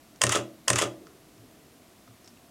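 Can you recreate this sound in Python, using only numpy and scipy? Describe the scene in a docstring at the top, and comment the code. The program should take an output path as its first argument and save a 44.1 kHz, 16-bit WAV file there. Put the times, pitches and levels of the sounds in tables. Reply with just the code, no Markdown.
"""A reflex camera, held on a wooden table in a quiet, faintly humming and hissing room, takes two pictures.
First a button clicks faintly, then each shot plays the same contacts: mirror up, curtains, mirror down.
Each contact is a push plus a burst of tiny impacts that makes its part ring; random tooth clicks make gears whirr.
During each shot the table thumps, and slowly swelling tones make the room boom after it.
Last, filtered noise rustles as the grip shifts, and ringing bursts and soft bumps mark fingers on buttons and dial."""
import sys
import numpy as np
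from scipy import signal
from scipy.fft import rfft, irfft
from scipy.io import wavfile
from scipy.ndimage import uniform_filter1d

SR = 44100
rng = np.random.default_rng(int(sys.argv[2]) if len(sys.argv) > 2 else 0)


def dump(signal):
    """Clip the signal to [-1, 1] and save it as 16-bit WAV at the path in sys.argv[1]."""
    limited = np.clip(np.atleast_2d(signal).T, -1, 1)
    pcm = np.round(limited * 32767).astype(np.int16)
    wavfile.write(sys.argv[1], SR, pcm)


N = 110250  # length in samples: 2.5 seconds

# Steady hum and hiss of the room. Each row: frequency in Hz, relative level in dB per Hz.
FLOOR_SPECTRUM = [(15, -45), (25, -12.5), (108, -5.5), (200, -4), (285, -0.5), (344, -5.5), (373, -7.5),
                  (516, -12.5), (677, -6.5), (840, -16), (1100, -14), (1610, -18.5), (1790, -18),
                  (13200, -24.5), (16000, -31.5)]
FLOOR_DB = -56

# How long echoes last. 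Each row: frequency in Hz, time to fall by 60 dB in seconds.
ECHO_T60 = [(100, 3.5), (300, 0), (600, 0.53), (1200, 0.224), (4000, 0.26), (10000, 0.2)]
# How strong echoes are. Each row: frequency in Hz, level in dB.
ECHO_LEVEL = [(100, 8), (300, 3.5), (600, -9), (1200, -7.5), (4000, -11.5), (8000, -12.5), (14000, -14)]
ECHO_ONSET_S = 0.0035

# Standing waves of the room. Each row: frequency in Hz, level in dB, time to fall by 60 dB in seconds.
ROOM_MODES = [(123.2, -28, 0.31), (201.7, -47.5, 0.7), (319.6, -32, 0.55), (351, -28, 0.34)]
BOOM_AFTER_S, BOOM_RISE_S = 0.145, 0.059

# Rustle as the hand shifts its grip. Each row: time in seconds, level in dB.
GRIP_LEVEL = [(0.999, -53.5), (1.3, -64), (1.5, -60), (1.75, -65.5), (2.0, -73)]
# Lower and upper edge of the rustle in Hz.
GRIP_BAND_HZ = [276, 457]

# Jolts of the camera on the table. Each row: seconds after firing, level in dB, tilt in dB per octave.
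JOLTS = [(0.002, -38, -0.5), (0.018, -25, -3.5), (0.051, -25.5, -1.5), (0.1335, -29.5, 1)]
# Tones of the table. Each row: frequency in Hz, level in dB, time to fall by 60 dB in seconds.
TABLE_MODES = [(89.7, -4.5, 0.17), (115.8, 3.5, 0.19), (197.3, -2, 0.21), (284.4, -1.5, 0.23),
               (359, -2.5, .22)]
JOLT_RISE_S, TILT_PIVOT_HZ = 0.02, 160
TABLE_LOW_HZ = 67  # the thumps are thinned out below this

# Soft bumps of the fingers on the body. Each row: start in seconds, level in dB.
BUMPS = [(1.385, -40.5), (2.082, -39)]
BUMP_HZ, BUMP_T60_S = 113, 0.19

# Button and dial clicks. Each row: start in seconds, level in dB, main ring in Hz, ring lift in dB,
# burst decay in seconds.
BUTTONS = [(0.16, -48, 5200, -4, 0.0026), (1.069, -48.5, 1310, 24.5, 0.0036), (1.380, -57, 1053, 11, .002),
           (2.076, -59, 1260, 28, 0.0022), (2.079, -61, 564, 30, 0.0046), (2.244, -49.5, 5430, 10, .004),
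           (2.259, -53, 5470, 14, 0.0028), (2.276, -42, 5400, 5, 0.0058), (2.291, -59, 5500, 13, 0.0033),
           (2.372, -59, 2670, 25, 0.0036)]
# Tone colour of the clicks. Each row: frequency in Hz, level in dB.
BUTTON_COLOUR = [(200, 3), (1200, 2), (2800, 3), (3800, 1.5), (5500, 9), (9000, -3), (16000, -32)]
BUTTON_RING_WIDTH_HZ = 125

# Firings of the shutter. Each row: start in seconds, level in dB.
SHOTS = [(0.2155, 1), (0.6801, 0.87)]

# Loudness of the cocking gears. Each row: seconds after firing, level in dB.
GEAR_LEVEL = [(0.066, -52), (0.082, -27.5), (0.125, -26), (0.16, -28.5), (0.2, -48)]
# Tone colour of the gears. Each row: frequency in Hz, level in dB.
GEAR_COLOUR = [(60, -48), (200, -1), (600, -6), (1300, 1), (2500, -2.5), (4500, -3.5), (8000, -6.5),
               (12000, -21), (16000, -31)]
TEETH_PER_S, TOOTH_RING_S = 1250, 0.00049
TOOTH_JITTER, TOOTH_SPREAD_DB = 0.22, 2.5  # jitter is a share of the average gap between teeth

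# Contacts of one shot. Each row: seconds after firing, part, chatter decay in seconds,
# then the knock, clack, crack and snap levels in dB, from low to high.
CONTACTS = [ (-0.0042, "mirror up", 0.0036, -15, -22.5, -53, -38),
            (0.0004, "mirror up", 0.0041, -9.5, -8.5, -8, -6.5),
            (0.0112, "mirror up", .007, -53, -22, -24, -16),
            (0.0210, "mirror stop", .004, -9, -14, -5.5, -11),
            (0.0236, "mirror stop", 0.00098, -32, -7.5, -10.5, -11.5),
            (0.0335, "mirror stop", 0.0062, -13, -36, -41, -28),
            (0.0512, "curtain", 0.0034, -17.5, -19, -13.5, -16.5),
            (0.0568, "curtain", .002, -14.5, -29, -21.5, -48),
            (0.0775, "curtain", 0.0033, -48, -13.5, -13.5, -15),
            (0.1048, "cam", .004, -15.5, -32, -17, -16), (0.1080, "cam", .005, -15, -15.5, -15.5, -13.5),
            (0.1190, "cam", .005, -43, -30.5, -26, -26),
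            (0.1335, "mirror down", 0.0024, -4.5, -23, -15, -23),
            (0.1392, "mirror down", .005, -38, -13.5, -13.5, -14),
            (0.1455, "mirror down", 0.0044, -7, -14.5, -20, -22),
            (0.1551, "mirror down", 0.0062, -6.5, -26, -20.5, -23.5),
            (0.1740, "mirror down", 0.0081, -12, -23, -40, -53)]
# Edges in Hz between those four registers.
REGISTER_EDGES_HZ = [330, 780, 2250, 4400, 9800]
PUSH_BELOW_HZ = 830  # below this a contact is one clean push, above it chatter
SAME_BELOW_HZ = 2640  # below this both shots share the same chatter
SPLINTER_HZ, SPLINTER_DB = 12900, -29  # extra sharp treble of each contact
SHUTTER_DB = 0

# What each part rings with, by part name. Each row: frequency in Hz, width in Hz, lift in dB.
PART_RINGS = { "mirror up": [(400, 130, -20), (552, 20, 20), (820, 180, -3), (1061, 54, 14), (1888, 94, 11),
              (2440, 320, -11), (3176, 330, 13.5), (3800, 920, -13), (4970, 180, 6)],
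              "mirror stop": [(606, 102, 13.5), (1043, 113, 5.5), (1470, 26, 2), (1880, 73, 10),
              (3120, 500, -5), (8560, 290, 11)], "curtain": [(432, 23.86, 18), (570, 20.3, 13.5),
              (970, 255, -9), (1310, 200, 10), (2120, 84, 4.5), (6160, 1200, 5)],
              "cam": [(1015.6, 120, 14.5), (1230, 60, 0), (1978, 42, 18), (3160, 370, 10.5), (7400, 340, 5),
              (10160, 700, 5.5)], "mirror down": [(361.7, 21, 8.5), (449, 28, 5), (576.5, 10.8, 17),
              (1190, 51, 9.5), (1336, 60, 8), (3310, 250, 10.5)]}
# What the camera housing rings with. Each row: frequency in Hz, width in Hz, lift in dB.
HOUSING_RINGS = [(790, 190, -2), (1276, 150, 2.5), (2220, 630, -3.5), (2714, 300, 4.5), (4296, 900, -7.5),
                 (6710, 750, 4), (11500, 3500, -2.5)]

CUTOFF_HZ = 16000  # top of the finished sound


def from_db(db):
    """Turn decibels into a factor for the wave's height."""
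    return 10 ** (np.asarray(db) / 20)


def at_hz(points, hz):
    """Read a table between its rows, with equal steps for equal musical intervals."""
    table_hz, values = np.array(points).T
    return np.interp(np.log(np.maximum(hz, 1)), np.log(table_hz), values)


def rms_one(x):
    """Scale a sound so that its average power is one."""
    return x / np.sqrt(np.mean(x ** 2) + 1e-20)


def add(out, sound, s):
    """Mix a sound in, starting at a time in seconds."""
    i = max(int(s * SR), 0)
    out[..., i:i + sound.shape[-1]] += sound[..., :N - i]


def butter(x, hz, kind, order=2):
    """Keep the lows, the highs or a band with a smooth filter that never looks ahead."""
    safe_hz = np.clip(hz, 10, SR / 2 - 500)
    sos = signal.butter(order, safe_hz, kind, fs=SR, output="sos")
    return signal.sosfilt(sos, x + 1e-18)


def colour(x, spectrum):
    """Raise and lower each frequency as a table says, without shifting its phase."""
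    hz = np.fft.rfftfreq(len(x), 1 / SR)
    return irfft(rfft(x) * from_db(at_hz(spectrum, hz)), len(x))


def resonate(x, hz, width_hz, lift_db):
    """Boost one frequency so that it rings, or dip it when the lift is negative."""
    a = np.pi * width_hz / SR
    g = from_db(lift_db)
    c = -2 * np.cos(2 * np.pi * hz / SR)
    return signal.lfilter([1 + a * g, c, 1 - a * g], [1 + a, c, 1 - a], x)


def ring(x, resonances):
    """Pass a sound through one resonance after another, as a solid body colours a blow."""
    for hz, width_hz, lift_db in resonances:
        x = resonate(x, hz, width_hz, lift_db)
    return x


def swell(hz, t60, rise_s):
    """Make a one-second tone that builds up and dies away, like a body set swinging."""
    t = np.arange(SR) / SR
    rise = 1 - np.exp(-t / rise_s)
    fall = 1000 ** (-t / t60)
    return np.sin(2 * np.pi * hz * t) * rise * fall


def push(size=2048):
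    """Make one clean blow with the energy of one millisecond at full level."""
    return signal.unit_impulse(size) * np.sqrt(SR / 1000)


def chatter(decay_s, size=2048):
    """Make a dying noise burst of tiny impacts, with the energy of one millisecond at full level."""
    fade = np.exp(-np.arange(size) / SR / decay_s)
    burst = rng.standard_normal(size) * fade
    for _ in range(3):
        # even out the spectrum, then bring back the smooth fade
        burst = irfft(np.exp(1j * np.angle(rfft(burst))))
        power = uniform_filter1d(burst ** 2, size=96).clip(0)
        burst *= fade / np.sqrt(power + 1e-12)
    return burst * np.sqrt(SR / 1000 / np.sum(burst ** 2))


def room_floor():
    """Shape steady random noise into the hum and hiss of the quiet room."""
    return from_db(FLOOR_DB) * rms_one(colour(rng.standard_normal(N), FLOOR_SPECTRUM))


def room(x):
    """Echo a sound with a tail of fading noise bands, each with its own fade time and level."""
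    t, tail = np.arange(SR) / SR, 0
    edges = np.geomspace(100, 17000, 21)  # 20 bands, in Hz
    for low, high in zip(edges, edges[1:]):
        hz = np.sqrt(low * high)
        onset = 1 - np.exp(-(t / ECHO_ONSET_S) ** 2)
        fade = 1000 ** (-t / at_hz(ECHO_T60, hz)) * onset
        band = butter(rng.standard_normal(SR), [low, high], "band", order=3) * fade
        # a wider band gets more energy
        band_gain = np.sqrt(2 * (high - low) / SR / np.sum(band ** 2))
        tail = tail + from_db(at_hz(ECHO_LEVEL, hz)) * band * band_gain
    return signal.fftconvolve(x, tail)[:N]


def boom():
    """Let the room's standing waves swell up and linger after each shot."""
    out = np.zeros(N)
    waves = sum(from_db(db) * swell(hz, t60, BOOM_RISE_S) for hz, db, t60 in ROOM_MODES)
    for s, db in SHOTS:
        add(out, from_db(db) * waves, s + BOOM_AFTER_S)
    return out


def grip():
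    """Rub skin softly on the camera body after the shots, as a band of noise with a changing level."""
    level_db = np.interp(np.arange(N) / SR, *np.transpose(GRIP_LEVEL), left=-np.inf)
    rub = rms_one(butter(rng.standard_normal(N), GRIP_BAND_HZ, "band"))
    return from_db(level_db) * rub


def table():
    """Set off low swelling tones as the mirror and curtain jolt the table and the fingers bump the body."""
    out, thump = np.zeros(N), np.zeros(N)
    modes = [(hz, from_db(db) * swell(hz, t60, JOLT_RISE_S)) for hz, db, t60 in TABLE_MODES]
    for after, db, tilt_db in JOLTS:
        for hz, tone in modes:
            octaves = np.log2(hz / TILT_PIVOT_HZ)
            add(thump, from_db(db + tilt_db * octaves) * tone, after)
    for s, db in SHOTS:
        add(out, from_db(db) * thump, s)
    for s, db in BUMPS:
        add(out, from_db(db) * swell(BUMP_HZ, BUMP_T60_S, JOLT_RISE_S), s)
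    return butter(out, TABLE_LOW_HZ, "high", order=3)


def buttons():
    """Click small plastic buttons and a dial, each a burst of impacts with one main ring."""
    out = np.zeros(N)
    for s, db, hz, ring_db, decay_s in BUTTONS:
        click = resonate(chatter(decay_s), hz, BUTTON_RING_WIDTH_HZ, ring_db)
        add(out, from_db(db) * click, s)
    return colour(out, BUTTON_COLOUR)


def gears():
    """Whirr with quick, uneven tooth clicks while the motor cocks the shutter."""
    out = np.zeros(N)
    after, level_db = np.transpose(GEAR_LEVEL)
    for s, db in SHOTS:
        gap_chance, force_chance = rng.standard_normal((400, 2)).T
        gaps = np.abs(1 + TOOTH_JITTER * gap_chance) / TEETH_PER_S
        t = after[0] + np.cumsum(gaps)
        tooth_db = db + np.interp(t, after, level_db) + TOOTH_SPREAD_DB * force_chance
        force = from_db(tooth_db) * (t < after[-1])  # no teeth after the last table row
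        places = ((s + t) * SR).astype(int).clip(0, N - 1)
        out[places] += force * np.sqrt(SR / TEETH_PER_S)
    tooth = chatter(TOOTH_RING_S)
    clicks = signal.fftconvolve(out, tooth / np.linalg.norm(tooth))[:N]
    return colour(clicks, GEAR_COLOUR)


def contacts(part):
    """Strike one part with a push plus chatter in four registers; only the treble differs between shots."""
    drive = np.zeros((4, N))  # one row per register
    for after, name, decay_s, *levels_db in CONTACTS:
        if name != part:
            continue
        blow = butter(push(), PUSH_BELOW_HZ, "low", order=3)
        middle = butter(chatter(decay_s), [PUSH_BELOW_HZ, SAME_BELOW_HZ], "band", order=3)
        for s, db in SHOTS:
            treble = butter(chatter(decay_s), SAME_BELOW_HZ, "high", order=3)
            gains = from_db(np.array(levels_db) + db)[:, None]
            add(drive, gains * (blow + middle + treble), s + after)
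    edges = zip(REGISTER_EDGES_HZ, REGISTER_EDGES_HZ[1:])
    out = sum(butter(d, edge, "band", order=3) for d, edge in zip(drive, edges))
    splinter = butter(drive[-1], SPLINTER_HZ, "high", order=4)
    out = out + from_db(SPLINTER_DB) * splinter
    return from_db(SHUTTER_DB) * ring(out, PART_RINGS[part])


def scene():
    """Add the ringing camera and its echoes to the table, the boom, the rustle and the quiet floor."""
    floor = room_floor()
    mechanism = sum(contacts(part) for part in PART_RINGS) + gears()
    camera = ring(mechanism, HOUSING_RINGS) + buttons()
    return (camera + room(camera) + table() + boom() + grip() + floor)[None]


def record(dry):
    """Round off the highest peaks, then steeply cut the top treble."""
    top = 0.7  # height that the rounded peaks approach
    rounded = top * np.tanh(dry / top)
    sos = signal.ellip(10, 0.1, 80, CUTOFF_HZ, fs=SR, output="sos")
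    return signal.sosfilt(sos, rounded)


dry = scene()
out = record(dry)
dump(out)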